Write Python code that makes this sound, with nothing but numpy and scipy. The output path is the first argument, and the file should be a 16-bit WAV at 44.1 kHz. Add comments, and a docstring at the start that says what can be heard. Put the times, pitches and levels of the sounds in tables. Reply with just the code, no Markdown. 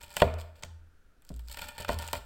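"""In a small, hushed kitchen a steel rocker cutter bites through crisp pizza crust, which crumbles and
snaps by brittle fracture and rasps the blade. The edge knocks on the wooden board and rings its modes;
each blow shakes the table and leaves a low boom. The cutter pulls clear with a click, comes down softly
on one end and rocks through the crust again, crunching, to two more firm knocks."""
import sys
import numpy as np
from scipy import signal
from scipy.fft import rfft, irfft, next_fast_len
from scipy.io import wavfile
from scipy.ndimage import map_coordinates

SR = 44100
rng = np.random.default_rng(int(sys.argv[2]) if len(sys.argv) > 2 else 0)


def to_wav(sig):
    """Store sig (one row per channel, or 1-D mono) as 16-bit WAV at the path in sys.argv[1].

    Samples outside -1..1 are clipped; the rate is SR.
    """
    pcm = np.clip(np.atleast_2d(sig), -1, 1) * 32767
    pcm = np.round(pcm).astype(np.int16)
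    wavfile.write(sys.argv[1], SR, pcm.T)  # frames by channels


N = 99225

# blows of the blade on the board
# (time [s], ring level [dB], favoured pitch [Hz], thud level [dB], boom level [dB], boom pitch [Hz])
BLOWS = [(0.1672, -25.5, 1450, -42, -80, 79.3), (0.2181, -18, 2830, -22, -83, 81.8),
         (0.2207, -9.5, 600, -21, -30.5, 81.5), (.635, -42, 790, -40.5, -45.5, 81.5),
         (1.304, -37, 275, -35.5, -38, 57.8), (1.801, -39.5, 560, -52, -46, 89.2),
         (1.893, -19.5, 790, -25, -37, 79.1), (2.1325, -26, 950, -36, -48, 53.9)]
# dull spectrum of breaking crust (frequency [Hz], relative level [dB])
CRUNCH_SPECTRUM = [(300, -12), (650, -1), (1150, 1), (1500, 6), (2050, 0), (3000, 6), (4200, -11.5),
                   (12000, -60)]
# bright spectrum of breaking crust (frequency [Hz], relative level [dB])
CRISP_SPECTRUM = [(1000, -18), (3000, 0.5), (4900, 1), (6300, -7), (7600, 3), (8400, 1), (9900, -11),
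                  (11800, -5.5), (13800, -5), (16000, -7.5)]
# response of the table (frequency [Hz], relative level [dB])
TABLE_SPECTRUM = [(25, -3), (60, 7.5), (140, -7.5), (260, -11), (500, -37.5), (1500, -66.5)]


def amp(db):
    """Amplitude ratio of a level in decibels."""
    return 10 ** (np.asarray(db) / 20)


def unit(x):
    """Normalisation to rms 1."""
    return x / np.sqrt(np.mean(x ** 2) + 1e-20)


def along(points, hz):
    """Interpolation of (frequency [Hz], value) points on a logarithmic frequency axis."""
    f, v = np.transpose(points)
    return np.interp(np.log(hz + 1), np.log(f + 1), v)


def colour(x, spectrum):
    """Minimum-phase filtering at unit energy, shaped by (frequency [Hz], level [dB]) points."""
    size = 4096
    cepstrum = irfft(np.log(amp(along(spectrum, np.fft.rfftfreq(size, 1 / SR)))))
    cepstrum[1:size // 2] *= 2  # folding onto positive time makes the filter causal
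    cepstrum[size // 2 + 1:] = 0
    response = irfft(np.exp(rfft(cepstrum)))
    return signal.fftconvolve(x, response / np.linalg.norm(response))[:len(x)]


def add(track, start_s, sound):
    """Superposition of a sound on a track."""
    i = max(round(start_s * SR), 0)
    track[i:i + len(sound)] += sound[:N - i]


def wobble(knots_per_s):
    """Smooth random modulation: a spline through Gaussian values."""
    return map_coordinates(rng.standard_normal(1000), [np.arange(N) * knots_per_s / SR], mode="wrap")


def room_tone():
    """Stationary background noise, faint and strongest in the bass."""
    # (frequency [Hz], relative level [dB])
    hush_spectrum = [(25, 12), (62, -2.5), (110, -11.5), (480, -18.5), (1050, -28.5), (1400, -16.5),
                     (2100, -29.5), (16000, -43)]
    return amp(-58) * unit(colour(rng.standard_normal(N), hush_spectrum))


def bite_envelopes():
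    """Amplitude envelopes of crunch and treble: each bite rises, holds and falls, advancing in jerks."""
    # the blade sinks into the crust (time [s], duration [s], crunch level [dB], treble level [dB])
    bites = [(0.01, 0.032, -53, -54), (0.054, 0.2, -56, -58), (0.165, 0.038, -46, -45),
             (0.381, 0.037, -55.5, -56), (0.557, 0.055, -67, -71), (0.625, 0.027, -51, -57.5),
             (1.247, 0.234, -87, -72.5), (1.473, .08, -56, -55), (1.567, .145, -47.5, -54.5),
             (1.619, 0.01, -43, -53.5), (1.751, 0.073, -51.5, -60.5), (1.784, 0.038, -42, -49.5),
             (1.883, 0.048, -40, -46), (1.989, 0.06, -42.5, -48), (2.06, 0.06, -58, -53.5),
             (2.14, 0.035, -43.5, -48)]
    rise_s, fall_s, jerk_db = 0.0032, 0.0071, 3.5
    t, gains = np.arange(N) / SR, 0
    for start, length, crunch_db, treble_db in bites:
        shape = np.exp(-np.maximum(start - t, 0) / rise_s - np.maximum(t - start - length, 0) / fall_s)
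        gains = gains + amp([[crunch_db], [treble_db]]) * shape
    return gains * amp(jerk_db * wobble(knots_per_s=160))


def grains(per_s):
    """A Poisson process: sparse impulses of very uneven size, at rms 1."""
    hits = rng.random(N) < per_s / SR
    size_db = 4.3 * np.minimum(rng.exponential(size=N), 3)
    return unit(hits * amp(size_db) * rng.choice([-1, 1], N))


def blade(force):
    """Forced vibration of the steel's damped modes; it radiates little below the lowest."""
    # resonances of the blade in the cut (frequency [Hz], bandwidth [Hz], relative level [dB])
    modes = [(592, 24, 5), (923, 50, 3), (1425, 70, -5), (1790, 50, -4), (2420, 80, -3.5), (3040, 90, -4.5),
             (3370, 90, -9), (4360, 80, -6.5)]
    t = np.arange(SR // 10) / SR
    response = sum(amp(db) * width * np.exp(-np.pi * width * t) * np.sin(2 * np.pi * hz * t)
                   for hz, width, db in modes)
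    response = signal.lfilter(*signal.butter(2, modes[0][0], "highpass", fs=SR), response)
    return signal.fftconvolve(force, response / np.linalg.norm(response))[:N]


def flaking(kinds=12, flakes_per_s=1000, decay_s=.00025):
    """Shot noise of flakes chipping off, each kind with its own spectrum, at rms 1."""
    t = np.arange(SR // 200) / SR
    chips = rng.standard_normal((kinds, len(t))) * np.exp(-t / decay_s)
    return unit(sum(np.convolve(grains(flakes_per_s / kinds), unit(chip))[:N] for chip in chips))


def crumbling():
    """Acoustic emission: tiny cells of crust fail and rasp the blade; pressing hands rumble the table."""
    crunch, treble = bite_envelopes()
    cells = amp(-4.5) * grains(per_s=1200) * crunch
    rasp = blade(cells) + amp(-6) * colour(cells, CRUNCH_SPECTRUM)
    fizz = amp(-1) * colour(flaking() * treble, CRISP_SPECTRUM)
    rumble = amp(-7.5) * crunch * unit(colour(rng.standard_normal(N), TABLE_SPECTRUM))
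    return rasp + fizz + rumble


def kitchen(x, wall_delay_s=.008):
    """Reverberation: reflections decay exponentially, the treble first and the midrange last."""
    # decay of the room (frequency [Hz], reverberation time T60 [s])
    decay_times = [(100, 0.37), (1500, 0.66), (4000, 0.4), (16000, 0.33)]
    hz, t, noise = signal.stft(rng.standard_normal(SR), SR, nperseg=256)
    decay = amp(-60 * t / along(decay_times, hz)[:, None])
    tail = signal.istft(noise * decay, SR, nperseg=256)[1]
    tail = np.pad(tail / np.linalg.norm(tail), (round(wall_delay_s * SR), 0))
    return signal.fftconvolve(x, tail)[:N]


def snaps():
    """Brittle fracture: each larger break is a tick, splinters and a dull crack that rings the blade."""
    # breaks in the crust (time [s], relative tick level [dB], relative crack level [dB])
    fractures = [(0.0324, -34.5, -48.5), (0.104, -39.5, -54), (0.1394, -37.5, -50.5), (0.166, -18, -27.5),
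                 (0.2009, -29, -31), (0.2175, -21.5, -19), (0.3391, -40, -62), (1.2205, -51.5, -64),
                 (1.2492, -47, -68), (1.2905, -37, -65), (1.3404, -47, -73), (1.3628, -42, -76.5),
                 (1.3928, -41, -55.5), (1.484, -35.5, -58), (1.5151, -31, -53.5), (1.5432, -38.5, -47),
                 (1.5712, -32.5, -41), (1.5906, -31.5, -42.5), (1.6408, -36.5, -46), (1.78, -31.5, -58),
                 (1.787, -34.5, -50), (1.8461, -35, -35), (1.8888, -26, -30), (1.9308, -34, -47),
                 (1.9425, -34, -66), (1.9875, -25.5, -45.5), (2.0665, -38.5, -59), (2.0765, -29.5, -68),
                 (2.084, -31.5, -41), (2.1301, -20, -33.5), (2.1515, -31.5, -37.5)]
    splinter_s, crack_rise_s, crack_decay_s = 0.005, 0.00079, 0.0035
    ticks, cracks, t = np.zeros(N), np.zeros(N), np.arange(SR // 20) / SR
    crack_shape = np.exp(-t / crack_decay_s) * (1 - np.exp(-t / crack_rise_s))
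    for start, tick_db, crack_db in fractures:
        tick_noise, splinter_noise, crack_noise = rng.standard_normal((3, len(t)))
        tick_s = .005 * 2 ** (crack_db / 13)  # heavier cracks take longer to break
        tick = tick_noise * np.exp(-t / tick_s)
        tick = amp(10.5) * tick / np.linalg.norm(tick)
        splinters = amp(-17) * splinter_noise * np.exp(-t / splinter_s)
        add(ticks, start + .001, amp(tick_db) * (tick + splinters))
        add(cracks, start + .001, amp(crack_db + 3.5) * crack_noise * crack_shape)
    return colour(ticks, CRISP_SPECTRUM) + colour(cracks, CRUNCH_SPECTRUM) + amp(-3) * blade(cracks)


def knocks(pitch_spread=0):
    """Free vibration: each blow rings the board's modes most strongly near its own favoured pitch."""
    # resonances of the wooden board (frequency [Hz], relative level [dB], decay time T60 [s])
    modes = [(120.2, 1, .2), (185.8, 1.5, 0.12), (272, -4, 0.08), (404.7, -10.5, 0.19), (489, -9.5, 0.12),
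             (516.9, -8, 0.13), (597.4, 1.5, 0.074), (681.2, -5, 0.11), (923.6, 1.5, 0.038),
             (1016, -6, 0.059), (1443, 0.5, 0.026), (1930, -1, 0.035), (2880, -3, 0.012)]
    falloff_db_per_octave, contact_s = 9, 0.00047
    out, t = np.zeros(N), np.arange(SR // 3) / SR
    for start, ring_db, favoured_hz, *_ in BLOWS:
        ring = 0
        for hz, mode_db, t60 in modes:
            excited_db = mode_db - falloff_db_per_octave * abs(np.log2(hz / favoured_hz))
            detuned_hz = hz * (1 + pitch_spread * rng.normal())
            ring = ring + amp(excited_db - 60 * t / t60) * np.sin(2 * np.pi * detuned_hz * t)
        add(out, start, amp(ring_db) * ring * (1 - np.exp(-t / contact_s)))
    return out


def thuds(rise_s=0.00033, decay_s=0.02):
    """Structure-borne sound: every blow sends a short, low burst through the table."""
    out, t = np.zeros(N), np.arange(SR // 3) / SR
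    shape = np.exp(-t / decay_s) * (1 - np.exp(-t / rise_s))
    for start, _, _, thud_db, *_ in BLOWS:
        thud = unit(colour(rng.standard_normal(len(t)), TABLE_SPECTRUM))
        add(out, start, amp(thud_db) * thud * shape)
    return out


def booms(peak_s=0.087, waver_db=1.5):
    """Low-frequency resonance: after each blow one tone swells, wavers and dies."""
    out, t = np.zeros(N), np.arange(SR) / SR
    swell = (t / peak_s * np.exp(1 - t / peak_s)) ** 1.9
    for start, *_, boom_db, boom_hz in BLOWS:
        add(out, start, amp(boom_db) * swell * np.sin(2 * np.pi * boom_hz * t))
    return out * amp(waver_db * wobble(knots_per_s=25))


def click(at_s=.6358, width_s=0.0011):
    """A release transient: the steel edge pulls free of the cut, duller than the snapping crust."""
    # (frequency [Hz], relative level [dB])
    click_spectrum = [(500, -18), (2000, 2), (8500, -1), (10500, -25.5), (16000, -25)]
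    t = np.arange(N) / SR
    burst = amp(-31) * rng.standard_normal(N) * np.exp(-np.abs(t - at_s) / width_s)
    return colour(burst, click_spectrum)


def wall_reflections(walls=3):
    """Incoherent summation: each wall hears another side of the transients and adds its own tail."""
    lowpass = signal.butter(2, 2060, fs=SR)  # the board sends little treble to the walls
    out = np.zeros(N)
    for _ in range(walls):
        sharp = amp(-14) * (snaps() + click())
        wood = amp(-14.5) * signal.lfilter(*lowpass, knocks(pitch_spread=.045))
        out += kitchen(sharp + wood)
    return out / np.sqrt(walls)


def scene():
    """Superposition of direct sound, reverberant field and room tone, in mono."""
    crumbs, table = crumbling(), thuds()
    reverberation = kitchen(amp(-9.5) * crumbs + amp(-6) * table) + wall_reflections()
    return (room_tone() + crumbs + snaps() + knocks() + table + booms() + click() + reverberation)[None]


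def record(dry):
    """Band limiting by an ideal low-pass filter."""
    cutoff_hz, size = 16300, next_fast_len(N + SR // 2)
    passband = np.fft.rfftfreq(size, 1 / SR) < cutoff_hz
    return irfft(rfft(dry, size) * passband, size)[:, :N]


dry = scene()
out = record(dry)
to_wav(out)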